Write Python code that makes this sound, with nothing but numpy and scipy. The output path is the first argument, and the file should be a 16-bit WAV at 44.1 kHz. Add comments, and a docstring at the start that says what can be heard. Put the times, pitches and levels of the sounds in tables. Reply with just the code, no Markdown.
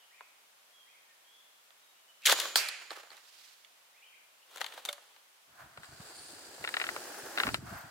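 """A slingshot rifle fires beside a pond: noise bursts excite the resonances of frame and target as the catch
snaps, the carriage slams and the ball cracks home; decaying sines ring the metal, shaped noise is the bands.
Decaying noise serves as the echo of the banks. Clicks and cloth noise follow as the rifle is tilted, then
fingers rub, slide, thump and squeak on a camera whose mount creaks. Birds, as gliding sines, call far off
over a faint hush of steady noise."""
import sys
import numpy as np
from scipy import signal
from scipy.fft import rfft, irfft, next_fast_len
from scipy.io import wavfile

SR = 44100
rng = np.random.default_rng(int(sys.argv[2]) if len(sys.argv) > 2 else 0)


def int16_out(signal):
    """Quantize to a 16-bit WAV file."""
    q = np.round(np.clip(np.atleast_2d(signal).T, -1, 1) * 32767)
    wavfile.write(sys.argv[1], SR, q.astype(np.int16))


N = 348742

# Every level column in the tables is relative: later gains may shift the whole column.
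# A positive pan_db leans to the left.
# Catch, carriage and loose parts of the rifle: start_s, body_db, knock_db, crack_db, t60_s, pan_db
CLACKS = [(2.2558, -12.5, -49, -32.5, 0.015, 2.5), (2.2597, -12.5, -49, -20.5, 0.02, 2.5),
          (2.2671, -8.5, -28.5, -25, 0.025, -2), (2.2724, -12.5, -46, -34, 0.02, 0),
          (2.2958, -13.5, -36, -26, 0.018, 0), (2.3024, -30, -35, -40, 0.016, -5),
          (2.3154, -9.5, -34, -36.5, 0.021, -1), (2.3221, -17, -23.5, -26.5, 0.01, 1),
          (2.3853, -26.5, -31, -45, 0.019, -4), (2.3994, -17, -54, -31, 0.012, 4),
          (2.4164, -26.5, -43, -46, 0.01, 0.5), (2.4555, -26, -39, -51, 0.011, -1)]
# The ball's impact and the bits that fall after it: start_s, body_db, knock_db, crack_db, t60_s, pan_db
IMPACTS = [(2.5565, -8.5, -32, -26.5, 0.011, 0), (2.6853, -22.5, -53.5, -35.5, 0.027, -0.5),
           (2.9049, -29, -48.5, -61, 0.016, -4), (2.9124, -51, -42.5, -62, 0.026, 0.5),
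           (2.971, -51, -49, -68, 0.015, -3), (3.033, -53, -56.5, -69, 0.018, -2),
           (3.1034, -41, -64, -69, 0.0084, 6), (3.1153, -48, -63, -79, 0.01, -18)]
# Hands shifting on the rifle: start_s, body_db, knock_db, crack_db, pan_db
HANDLING = [(0.2065, -51, -47.5, -75, 0), (1.7045, -51, -67, -72, -2), (3.1674, -52, -81, -60.5, -10),
            (3.6465, -45, -82, -70, -8), (4.559, -45, -51, -49, 6), (4.5714, -42, -54, -52, 6),
            (4.58, -41, -54, -53, 2), (4.607, -35, -43, -47, 3), (4.6133, -24, -37, -41.5, 4.5),
            (4.6428, -28.5, -45, -49, 4), (4.6627, -30, -71, -47.5, 1), (4.7222, -39, -56, -71, -1),
            (4.776, -42, -45, -59, 0), (4.851, -31, -49.5, -38, -1), (4.857, -38, -54, -44, 12),
            (4.8893, -28.5, -42.5, -41, -0.5), (4.928, -35.5, -52.5, -41, 0),
            (4.9793, -62, -55.5, -67.5, 8), (5.1622, -50, -66, -73, 3)]
# Creaks of the camera mount, and one sharp click near the end: start_s, body_db, knock_db, crack_db
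CREAKS = [(5.7732, -41.5, -49, -62), (5.8321, -41.5, -57, -65), (5.8436, -44, -61, -65),
          (6.6402, -28, -44.5, -61), (6.6476, -27, -47, -50), (6.6748, -24.5, -49, -56),
          (6.689, -28.5, -50, -45), (6.7404, -21, -47, -51), (6.767, -19.5, -41, -51),
          (6.7985, -24, -50, -61), (6.8141, -20.5, -43, -64), (6.8392, -25, -50, -64),
          (6.8665, -28.5, -60, -59), (6.889, -24, -40.5, -59), (6.9623, -32, -38.5, -50),
          (7.3748, -21.5, -40, -51), (7.3836, -21.5, -45, -62), (7.3998, -16, -36.5, -45),
          (7.4341, -19, -39.5, -53), (7.4677, -24.5, -33.5, -62), (7.4774, -30, -44, -59),
          (7.4881, -26, -38.5, -65), (7.5428, -19, -37.5, -37.5)]
# Resonances of the rifle frame: centre_hz, width_hz, level_db
FRAME = [(606, 450, -12), (970, 710, -7.5), (1450, 520, -2), (2130, 630, 2), (2880, 340, 5.5),
         (3400, 455, 7.5), (4590, 860, 3.5), (4680, 900, -2), (6760, 2350, -11), (10300, 1300, -11),
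         (13400, 2900, -18)]
# Resonances of the target: centre_hz, width_hz, level_db
TARGET = [(416, 380, -16), (790, 380, -11), (1205, 240, -8.5), (1775, 300, -6.5), (3360, 320, -6),
          (4270, 390, -0.5), (5320, 210, -8), (6360, 490, -16), (8150, 530, -4), (10400, 1800, -7.5),
          (14600, 2000, -11)]
# Resonances of the camera mount: centre_hz, width_hz, level_db
MOUNT = [(720, 600, -9), (1422, 200, 1.5), (1924, 355, 1), (2860, 470, -2.5), (3900, 390, -6),
         (5250, 500, -19), (7900, 1500, -19.5), (12500, 4000, -28.5)]
# Lasting ring of the rifle's metal: pitch_hz, level_db, t60_s
METAL = [(506, -21, 0.36), (1486, -10, 0.54), (2440, 1, 0.97), (3036, 2, 0.95), (3795, -3, .7),
         (4230, -5.5, .7), (4150, 1, 0.79), (4382, -10, 0.66), (4650, -3, .6), (6870, 1.5, 1.3),
         (6900, -8, .7), (7031, -5, 2.05), (7200, -6.5, .9), (7560, -1, .6), (10510, -1, .6),
         (11400, -5, 0.47)]
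# Noise colour of the scraping sear: frequency_hz, level_db
SEAR = [(1200, -21), (2200, 4), (2700, 11), (3200, -9), (3800, -4), (4800, -24), (9000, -32)]
# Noise colour of the rushing bands and of the faint hiss before the shot: frequency_hz, level_db
BAND_HISS = [(600, -43), (1500, -5), (2500, -8.5), (3400, 2), (5500, -3.5), (7500, -8), (9000, -12),
             (13000, -10.5), (16000, -16)]
# Noise colour of the slapping bands: frequency_hz, level_db
BAND_SLAP = [(60, -61), (170, -27.5), (350, -5.5), (520, 2), (750, -9), (1100, 1.5), (1700, -0.5),
             (2600, -13), (5000, -29)]
# Noise colour of small falling bits: frequency_hz, level_db
PATTER_TONE = [(80, -27), (180, -28), (320, -11), (600, -0.5), (1600, 2.5), (3000, -2.5), (9000, -13.5),
               (16000, -20)]
# Showers of small bits after the impact: start_s, level_db
SHOWERS = [(2.815, -50), (2.912, -47), (2.953, -50.5), (2.985, -53.5), (3.118, -54)]
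# Noise colour of the sleeve's cloth: frequency_hz, level_db
CLOTH = [(60, -36), (200, -24), (320, -12.5), (520, -5), (800, -3.5), (1400, -5), (2100, -12), (3400, -5),
         (5500, -15.5), (9000, -16.5), (16000, -21)]
# Strokes of a sleeve on the stock: start_s, hold_s, level_db
SLEEVE_STROKES = [(4.555, 0.2, -54), (4.783, 0.018, -51), (4.899, 0.004, -49.5), (5.029, 0.16, -68)]
# Decay of the scatter from the banks, before each echo's stretch factor: frequency_hz, t60_s
BANKS = [(200, 0.9), (1000, 0.88), (2500, 1.01), (5000, 0.89), (9000, 0.71), (16000, 0.18)]
# Colour of the near scatter: frequency_hz, level_db
SPRAY = [(80, -42), (200, -27.5), (380, -9.5), (700, -4.5), (1050, -4), (2000, -6), (3200, -7), (4600, 6),
         (6000, -3), (9000, -5), (15500, -1)]
# Colour of the shore's echo: frequency_hz, level_db
SHORE = [(80, -42), (200, -29), (600, -3), (1000, -6), (1600, 3.5), (2500, 8.5), (3300, -1.5), (4400, -5),
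         (6500, -4.5), (9000, -6.5), (15000, 1.5)]
# Colour of the late echo: frequency_hz, level_db
FAR_BANK = [(300, -23), (1500, -2.5), (4500, 3.5), (8000, -5.5), (14000, -11.5)]
# The hand moving over the camera: time_s, rubbing_db, sliding_hiss_db
HAND = [(5.45, -83, -88), (5.57, -61, -75), (5.73, -63.5, -74), (5.91, -59.5, -62), (6.19, -59.5, -54.5),
        (6.61, -55, -55.5), (6.84, -49, -50.5), (7.41, -46.5, -53.5), (7.52, -54, -55.5),
        (7.77, -48.5, -64), (7.91, -56, -64.5)]
# Quick scuffs of the fingers: start_s, hold_s, rubbing_db, sliding_hiss_db
SCUFFS = [(5.598, 0.024, -53.5, -74), (5.836, 0.013, -62, -60.5), (6.004, 0.11, -58.5, -61.5),
          (6.618, 0.02, -51.5, -61), (7.39, 0.084, -43, -51), (7.516, 0.05, -62, -52.5),
          (7.666, 0.14, -52, -63)]
# Noise colour of the rubbing palm: frequency_hz, level_db
RUBBING = [(120, -22), (220, -7), (340, 3.5), (500, 2), (800, 2), (1100, -3.5), (1650, 1.5), (2200, -10),
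           (3200, -16.5), (5000, -18)]
# Noise colour of the camera's hollow shell: frequency_hz, level_db
HOLLOW = [(300, -28), (560, -10), (680, 2.5), (800, -2), (1050, -2), (1250, -1.5), (1500, 2.5), (2100, -10),
          (3200, -19), (6000, -24.5)]
# Noise colour of a light slide: frequency_hz, level_db
LIGHT_SLIDE = [(1800, -7.5), (2600, -4), (3300, -5), (4100, 0.5), (4650, 5.5), (5300, -2.5), (5750, -7),
               (6600, -4), (7700, 1.5), (8600, -2), (9350, -2), (10400, -11), (15500, -18.5)]
# Noise colour of a firm slide: frequency_hz, level_db
FIRM_SLIDE = [(1800, -12), (2600, -2), (3700, -4.5), (5000, 1), (6100, -1.5), (7500, -1), (9700, -4.5),
              (11500, -9.5), (14500, -11), (16000, -14.5)]
# Noise colour of the camera's low shaking: frequency_hz, level_db
BUMPS = [(10, -40), (25, -32), (45, -3), (75, -1.5), (130, 1), (200, -7), (300, -5.5), (420, -13),
         (700, -49), (2000, -80)]
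# Fingers thumping the camera: start_s, level_db, pitch_hz
THUMPS = [(5.49, -64, 100), (5.615, -59, 129), (5.781, -46, 137), (5.89, -52, 120), (5.926, -46, 99),
          (6, -44, 172), (6.215, -58, 110), (6.331, -46.5, 310.5), (6.62, -53, 110), (6.69, -59, 110),
          (6.92, -50, 110), (7.23, -52, 130), (7.45, -30.5, 218), (7.477, -31.5, 258), (7.533, -34, 198),
          (7.588, -39, 96.9), (7.626, -36, 201), (7.675, -36.5, 91.5), (7.722, -34.5, 165),
          (7.84, -45.5, 140)]
# Thin squeaks, and a faint bright band of sliding hiss: start_s, hold_s, pitch_hz, level_db
SQUEAKS = [(6.142, 0.12, 4540, -62), (6.148, 0.25, 9400, -60.5), (6.926, 0.4, 9600, -65),
           (7.785, 0.0079, 13500, -52)]
# One bird's two-note rising call: start_s, level_db
RISING_CALLS = [(0.11, -60.5), (0.86, -64), (3.93, -63)]
# Whistles of other birds: start_s, length_s, start_hz, end_hz, level_db, hoarseness as a share of pitch
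WHISTLES = [(0, 0.06, 3150, 2984, -62.5, 0.043), (.72, 0.13, 3344, 3230, -63, 0.017),
            (1.08, 0.053, 1870, 1800, -69, .014), (1.24, 0.2, 3196, 3396, -63.5, .025),
            (1.81, 0.11, 3820, 3740, -71, .008), (1.95, 0.06, 2700, 3030, -68, 0.016),
            (2.082, 0.04, 3000, 2970, -60.5, .014), (3.991, .12, 2780, 3040, -62.5, .07),
            (4.088, 0.1, 2805, 2190, -63.5, .08), (4.412, 0.042, 2780, 2890, -66, .04)]
# Noise colour of the valley's hush: frequency_hz, level_db
AIR_COLOUR = [(25, -15), (100, -23), (170, -16.5), (300, -13), (600, -3), (1050, -2), (1500, -3),
              (2200, -3.5), (3200, -3), (4300, -6.5), (8000, -9), (15000, -12), (16000, -18)]

RELEASE_S, TRAVEL_S = 2.2548, 0.074  # the catch lets go; the carriage runs to its stop
SLACK_S, FLAP_S = 2.385, 0.07  # the slack bands swing back and flap this long
HANDLING_T60_S = 0.012
PALM_ON_S, PALM_SHIFT_S = 6.1, 0.44  # midpoint and duration of the palm settling on the shell
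LEAVE_S = 7.59  # the palm leaves the shell, which sounds hollow from then on
DIP_LENGTH_S, DIP_DB = 0.055, -7.08  # the rubbing and sliding dip briefly at that moment
LIGHT_DB, FIRM_DB = -63.5, -46.5  # rubbing_db of the lightest touch and of a full grip
CREAK_T60_S, CREAK_PAN_DB = 0.0092, 3  # a little to the left
SQUEAK_WIDTH_HZ = 590  # from the centre to the point 22 dB down
RISE_FROM_HZ, RISE_TO_HZ = 1800, 2576
NOTE_S, NOTE_STEP_S, SECOND_NOTE_DB = 0.068, 0.064, -1.5
TOP_HZ = 15950  # middle of the upper band limit


def shot():
    """Stored elastic energy is released: the bands drive the carriage, whose blows excite the frame."""
    clacks = contacts(CLACKS, FRAME, width=0.27, attack=0.00074, knock_db=-21.0, body_db=-27.0,
                      crack_db=-15.0, after_db=-19, after_t60=0.098)
    rifle = trigger() + bands() + clacks
    add(rifle, 2.27, metal_ring(db=-41, blur=2.24))
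    return rifle


def trigger():
    """Friction noise: the sear scrapes free, and a faint hiss swells just before the shot."""
    scrape = envelope(2.236, 0.0088, db=-51, rise_t60=0.058, fall_t60=0.06)
    swell = envelope(2.225, 0.028, db=-62.0, rise_t60=0.08, fall_t60=0.03, swell_db=11.5)
    sear = rustle(scrape, SEAR, width=0.29, grain_db=2, grain_rate=410)
    early_hiss = rustle(swell, BAND_HISS, width=0.67, grain_db=6, grain_rate=450)
    return sear + early_hiss


def bands():
    """Flow noise grows as the bands gather speed; they slap once taut, once deeper at the stop, then flap."""
    run = envelope(RELEASE_S, TRAVEL_S, db=-29.0, rise_t60=0.012, fall_t60=0.045, swell_db=4.5)
    flutter = envelope(SLACK_S, FLAP_S, db=-38, rise_t60=0.42, fall_t60=0.4, swell_db=-4)
    taut = envelope(2.294, 0.01, db=-27.5, rise_t60=0.06, fall_t60=0.07)
    stop = envelope(2.317, 0.009, db=-30.5, rise_t60=0.04, fall_t60=0.075)
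    flap = envelope(SLACK_S, FLAP_S, db=-46, rise_t60=0.5, fall_t60=0.4, swell_db=1.5)
    # keeps the slow rises of flutter and flap from sounding before the release
    freed = envelope(RELEASE_S, 1, db=0, rise_t60=0.012, fall_t60=1)
    hiss = rustle(freed * np.hypot(run, flutter), BAND_HISS, width=0.69, grain_db=1.5, grain_rate=700)
    slack_slap = rustle(freed * np.hypot(stop, flap), BAND_SLAP, width=0.079, grain_db=4.5, grain_rate=300)
    taut_slap = rustle(taut, BAND_SLAP, width=0.12, grain_db=3.5, grain_rate=300)
    taut_slap = coloured(taut_slap, [(250, -15), (800, 1.5)])  # taut rubber gives little bass
    return hiss + taut_slap + slack_slap


def metal_ring(db, blur):
    """Modal decay: loosely joined metal parts ring on, their phases drifting as they rattle."""
    t = np.arange(SR) / SR
    modes = 0
    for hz, level, t60 in METAL:
        drift = blur * np.cumsum(rng.standard_normal((2, SR)), axis=1) / np.sqrt(SR)  # in cycles
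        phase = hz * t + rng.random() + drift
        modes = modes + amp(level - 60 * t / t60) * np.sin(2 * np.pi * phase)
    return amp(db) * modes * (1 - np.exp(-t / 0.014))


def impact():
    """Impulsive excitation: the ball cracks against its mark, ground and shore scatter it, bits settle."""
    crack = contacts(IMPACTS, TARGET, width=0.4, attack=0.00095, knock_db=-13.0, body_db=-24.5,
                     crack_db=-18.0, after_db=-37, after_t60=0.085)
    near = amp(-41) * unit(coloured(scatter(stretch=0.21, rise=0.0075, width=0.68), SPRAY))
    shore = amp(-45.5) * unit(coloured(scatter(stretch=0.69, rise=0.026, width=0.52), SHORE))
    add(crack, 2.558, (near + shore) * amp([[-1.7], [1.7]]))
    return crack + settling()


def settling():
    """Many small impacts merge into granular noise: each shower comes quickly and thins out."""
    showers = [envelope(s, 0, db, rise_t60=0.07, fall_t60=0.42) for s, db in SHOWERS]
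    level = np.linalg.norm(showers, axis=0)
    patter = rustle(level, PATTER_TONE, width=0.56, grain_db=3.5, grain_rate=180)
    return amp([[-1.2], [1.2]]) * patter


def handling():
    """Contact and friction: parts click as the rifle is tilted, and a sleeve rubs."""
    taps = [(s, db, knock, crack, HANDLING_T60_S, pan) for s, db, knock, crack, pan in HANDLING]
    clicks = contacts(taps, FRAME, width=0.47, attack=0.00035, knock_db=-11.5, body_db=-23.0,
                      crack_db=-14.5, after_db=-15.5, after_t60=0.077)
    strokes = [envelope(s, hold, db, rise_t60=0.36, fall_t60=0.13) for s, hold, db in SLEEVE_STROKES]
    sleeve = np.linalg.norm(strokes, axis=0)
    return clicks + rustle(sleeve, CLOTH, width=0.46, grain_db=2.5, grain_rate=110)


def stock_ring():
    """Modal decay: a firm tap rings the stock in three damped modes."""
    track, t = np.zeros((2, N)), np.arange(SR // 4) / SR
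    modes = [(577, -42.5, 0.22), (2180, -26.5, 0.024), (3590, -18.5, 0.026)]  # pitch_hz, level_db, t60_s
    ring = sum(amp(db - 60 * t / t60) * np.sin(2 * np.pi * hz * t) for hz, db, t60 in modes)
    add(track, 4.887, ring * (1 - np.exp(-t / 0.0011)) ** 2)
    return track


def far_bank():
    """Diffuse reflection: a faint swell of smeared noise stands for the opposite bank's late echo."""
    level = envelope(3.2, 0.24, db=-63, rise_t60=0.6, fall_t60=1.2, swell_db=5)
    return amp([[-1.4], [1.4]]) * rustle(level, FAR_BANK, width=0.73, grain_db=2.0, grain_rate=75)


def carrying():
    """Sliding friction: grip pressure recolours the hiss; the shell sounds hollow unless the palm covers it."""
    t = np.arange(N) / SR
    s, *levels = np.transpose(HAND)
    rub_db, slide_db = [np.interp(t, s, level, left=-200) for level in levels]
    pressure = np.clip((rub_db - LIGHT_DB) / (FIRM_DB - LIGHT_DB), 0.03, 0.95)
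    covered = np.clip(.5 + (t - PALM_ON_S) / PALM_SHIFT_S, 0, 1) * (t < LEAVE_S)
    dip = amp(DIP_DB * envelope(LEAVE_S, DIP_LENGTH_S, db=0, rise_t60=0.14, fall_t60=0.07))
    scuffs = [amp([[rub], [hiss]]) * envelope(s, hold, db=0.5, rise_t60=0.11, fall_t60=0.23)
              for s, hold, rub, hiss in SCUFFS]
    rub, slide = dip * np.linalg.norm([amp([rub_db, slide_db])] + scuffs, axis=0)
    palm = rustle(rub, RUBBING, width=0.56, grain_db=2.0, grain_rate=150)
    shell = rustle(rub, HOLLOW, width=0.65, grain_db=1.5, grain_rate=85)
    light = rustle(slide, LIGHT_SLIDE, width=0.95, grain_db=2.0, grain_rate=270)
    firm = rustle(slide, FIRM_SLIDE, width=1.0, grain_db=1.5, grain_rate=1200)
    shaking = amp(rub_db - 13.6 * pressure)  # a loose hold lets the camera wobble
    rumble = rustle(shaking, BUMPS, width=0.8, grain_db=8, grain_rate=25)
    rubbing = amp(1.26) * blend(covered, amp(-0.5) * shell, palm)
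    sliding = amp(2.5) * blend(pressure ** 1.8, light, firm)
    return rubbing + sliding + amp(-8.0) * rumble


def creaking():
    """Stick-slip friction: the camera mount creaks under the grip; one sharp click comes near the end."""
    creaks = [(s, db, knock, crack, CREAK_T60_S, CREAK_PAN_DB) for s, db, knock, crack in CREAKS]
    sound = contacts(creaks, MOUNT, width=0.35, attack=0.0001, knock_db=-12.0, body_db=-21.5,
                     crack_db=-16, after_db=-8.5, after_t60=0.052)
    lag_s = .00015  # the sound reaches the left microphone first
    return filtered(sound, lambda hz: np.exp(1j * np.pi * hz * lag_s * np.array([[1], [-1]])))


def squeak():
    """Narrow-band noise: thin squeaks and a faint bright band of sliding hiss."""
    track = np.zeros((2, N))
    for s, hold, hz, db in SQUEAKS:
        band = [(hz / 2, -70), (hz - SQUEAK_WIDTH_HZ, -22), (hz, 0), (hz + SQUEAK_WIDTH_HZ, -22), (hz * 2, -70)]
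        level = envelope(s, hold, db, rise_t60=0.05, fall_t60=0.07)
        track += rustle(level, band, width=0.48, grain_db=4.5, grain_rate=71)
    return track


def thumps(db, t60, rumble_db):
    """Damped oscillation: a soft fingertip gives a quickly dying low push and shakes the camera briefly."""
    track, t = np.zeros((2, N)), np.arange(SR // 8) / SR
    for s, level_db, hz in THUMPS:
        decay = amp(level_db + db - 60 * t / t60)
        add(track, s, decay * (1 - np.exp(-t / 0.002)) ** 2 * np.sin(2 * np.pi * hz * t))
    shakes = [envelope(s, 0.0071, level_db + rumble_db, rise_t60=0.08, fall_t60=0.24)
              for s, level_db, hz in THUMPS]
    shake = np.linalg.norm(shakes, axis=0)
    return track + rustle(shake, BUMPS, width=0.99, grain_db=4.0, grain_rate=45)


def birds():
    """Frequency modulation: far, fluttering whistles slide quickly, then level off, blurred by the woods."""
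    song = np.zeros((2, N))
    rising = [(s + k * NOTE_STEP_S, NOTE_S, RISE_FROM_HZ, RISE_TO_HZ, db + k * SECOND_NOTE_DB, 0.016)
              for s, db in RISING_CALLS for k in (0, 1)]
    for s, length, start_hz, end_hz, db, hoarse in rising + WHISTLES:
        u = np.linspace(0, 1, max(int(length * SR), 2))
        glide = start_hz + (end_hz - start_hz) * np.sin(np.pi / 2 * u)
        hz = glide * (1 + hoarse * wobble(350, len(u)))
        flutter = unit(amp(4 * wobble(110, len(u))))
        swell = np.sqrt(np.abs(np.sin(np.pi * u)))
        add(song, s, amp(db) * flutter * swell * np.sin(2 * np.pi * np.cumsum(hz) / SR))
    return amp(-1.0) * song + amp(-1.0) * echo(song, stretch=0.9, rise=0.0073, width=0.96)


def air():
    """Stationary broadband noise: the still, faint hush of the valley."""
    return amp(-63.0) * unit(coloured(pair(N, width=0.98), AIR_COLOUR))


def contacts(rows, body, width, attack, knock_db, body_db, crack_db, after_db, after_t60):
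    """Source and resonator: each contact is a short burst into a body, with a weaker chatter after it."""
    track, t = np.zeros((2, N)), np.arange(SR // 8) / SR

    def resonances(f):
        """Parallel second-order resonances, summed with alternating sign."""
        return sum((-1) ** k * amp(db) * 1j * f * w / (c * c - f * f + 1j * f * w)
                   for k, (c, w, db) in enumerate(body))

    edges_hz = [(260, 1200), (1200, 6000), (6000, 16000)]  # knock, body, crack
    ranges = [signal.butter(4, edges, "band", fs=SR, output="sos") for edges in edges_hz]
    for s, db, knock, crack, t60, pan in rows:
        burst = amp(-60 * t / max(t60, .002))
        chatter = amp(after_db - 60 * t / after_t60)
        force = (burst + chatter) * (1 - np.exp(-t / attack))
        ring = filtered(pair(len(t), width) * force, resonances)
        # soft contacts are mostly knock, hard ones mostly crack
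        levels = [knock + knock_db, db + body_db, crack + crack_db]
        blow = sum(amp(level) * unit(signal.sosfilt(band, ring)) for level, band in zip(levels, ranges))
        add(track, s, blow * amp([[pan / 2], [-pan / 2]]))
    return track


def rustle(level, spectrum, width, grain_db, grain_rate):
    """Granular noise: uneven short grains, shaped in spectrum, follow a gain curve."""
    heard = np.flatnonzero(level > 1e-6)
    track = np.zeros((2, N))
    if len(heard):
        a, b = heard[0], heard[-1] + 1
        grains = pair(b - a, width) * amp(grain_db * wobble(grain_rate, b - a))
        track[:, a:b] = level[a:b] * unit(coloured(grains, spectrum))
    return track


def scatter(stretch, rise, width):
    """Diffuse decay: one second of scatter from ground and wooded banks swells, then dies by frequency."""
    hz, t, z = signal.stft(pair(SR, width), SR, nperseg=256)
    decay = amp(-60 * t / (stretch * along(BANKS, hz)[:, None]))
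    tail = signal.istft(z * decay, SR, nperseg=256)[1]
    tail = tail * (1 - np.exp(-np.arange(tail.shape[1]) / SR / rise))
    return tail / np.linalg.norm(tail[0])


def echo(x, stretch, rise, width):
    """Linear superposition: the surroundings answer a sound by convolution with their scatter."""
    return signal.fftconvolve(x, scatter(stretch, rise, width), axes=1)[:, :N]


def envelope(s, hold, db, rise_t60, fall_t60, swell_db=0):
    """Exponential growth and decay: a gain rises to db at s, holds while changing by swell_db, then dies."""
    t = np.arange(N) / SR - s
    outside = np.maximum(-t, 0) / rise_t60 + np.maximum(t - hold, 0) / fall_t60
    swell = swell_db * np.clip(t / max(hold, 1e-4), 0, 1)
    return amp(db + swell - 60 * np.minimum(outside, 4))


def blend(share, a, b):
    """Equal-power mix of two noises: share 0 is a, 1 is b."""
    share = np.clip(share, 0, 1)
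    return np.sqrt(1 - share) * a + np.sqrt(share) * b


def pair(n, width):
    """Partial coherence: white noise at two microphones, width 0 is mono, 1 unrelated."""
    mid, side = rng.standard_normal((2, n))
    return np.array([mid + width * side, mid - width * side])


def wobble(rate, n):
    """Smooth random fluctuation: a curve of n samples with rate knots a second."""
    place = np.arange(n) * (rate / SR)
    knot = place.astype(int)
    heights = rng.standard_normal(knot[-1] + 2)
    u = place - knot
    return heights[knot] + np.diff(heights)[knot] * u * u * (3 - 2 * u)


def filtered(x, response):
    """Linear filtering: x times a complex response of frequency."""
    n = x.shape[-1]
    m = next_fast_len(n + 8192)  # room for the filter's tail
    return irfft(rfft(x, m) * response(np.fft.rfftfreq(m, 1 / SR)), m)[..., :n]


def coloured(x, spectrum):
    """Spectral shaping: x weighted by (frequency_hz, level_db) points."""
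    return filtered(x, lambda hz: amp(along(spectrum, hz)))


def along(points, hz):
    """Logarithmic pitch scale: (frequency_hz, value) points read on a log axis."""
    f, v = np.transpose(points)
    return np.interp(np.log(hz + 1), np.log(f + 1), v)


def amp(db):
    """The decibel law: level to pressure gain."""
    return 10 ** (np.asarray(db) / 20)


def unit(x):
    """Normalization of effective pressure: scale to rms 1."""
    return x / np.sqrt(np.mean(x ** 2) + 1e-20)


def add(track, s, sound):
    """Superposition: mix a sound into the track at time s."""
    part = track[:, max(round(s * SR), 0):][:, :sound.shape[-1]]
    part += sound[..., :part.shape[-1]]


def scene():
    """Superposition of everything heard at the water's edge."""
    rifle = shot() + impact() + handling()
    answer = amp(-17.5) * echo(rifle, stretch=1.0, rise=0.012, width=0.32) + far_bank()
    camera = carrying() + creaking() + squeak() + thumps(db=5.5, t60=0.034, rumble_db=-10.5)
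    return rifle + stock_ring() + answer * amp([[-1.2], [1.2]]) + camera + birds() + air()


def record(dry):
    """Spatial coherence: close microphones hear bass alike, treble apart; deep bass and top are cut."""
    mid, side = (dry[0] + dry[1]) / 2, (dry[0] - dry[1]) / 2
    side = coloured(side, [(150, -8.0), (450, -3), (1200, 0.5), (4000, 0.5), (10000, 0.5)])
    low_cut_hz = 55
    low_cut = signal.butter(2, low_cut_hz, "high", fs=SR, output="sos")
    heard = signal.sosfilt(low_cut, [mid + side, mid - side])
    return filtered(heard, lambda hz: np.clip(.5 + (TOP_HZ - hz) / 300, 0, 1))  # 300 Hz wide slope


dry = scene()
out = record(dry)
int16_out(out)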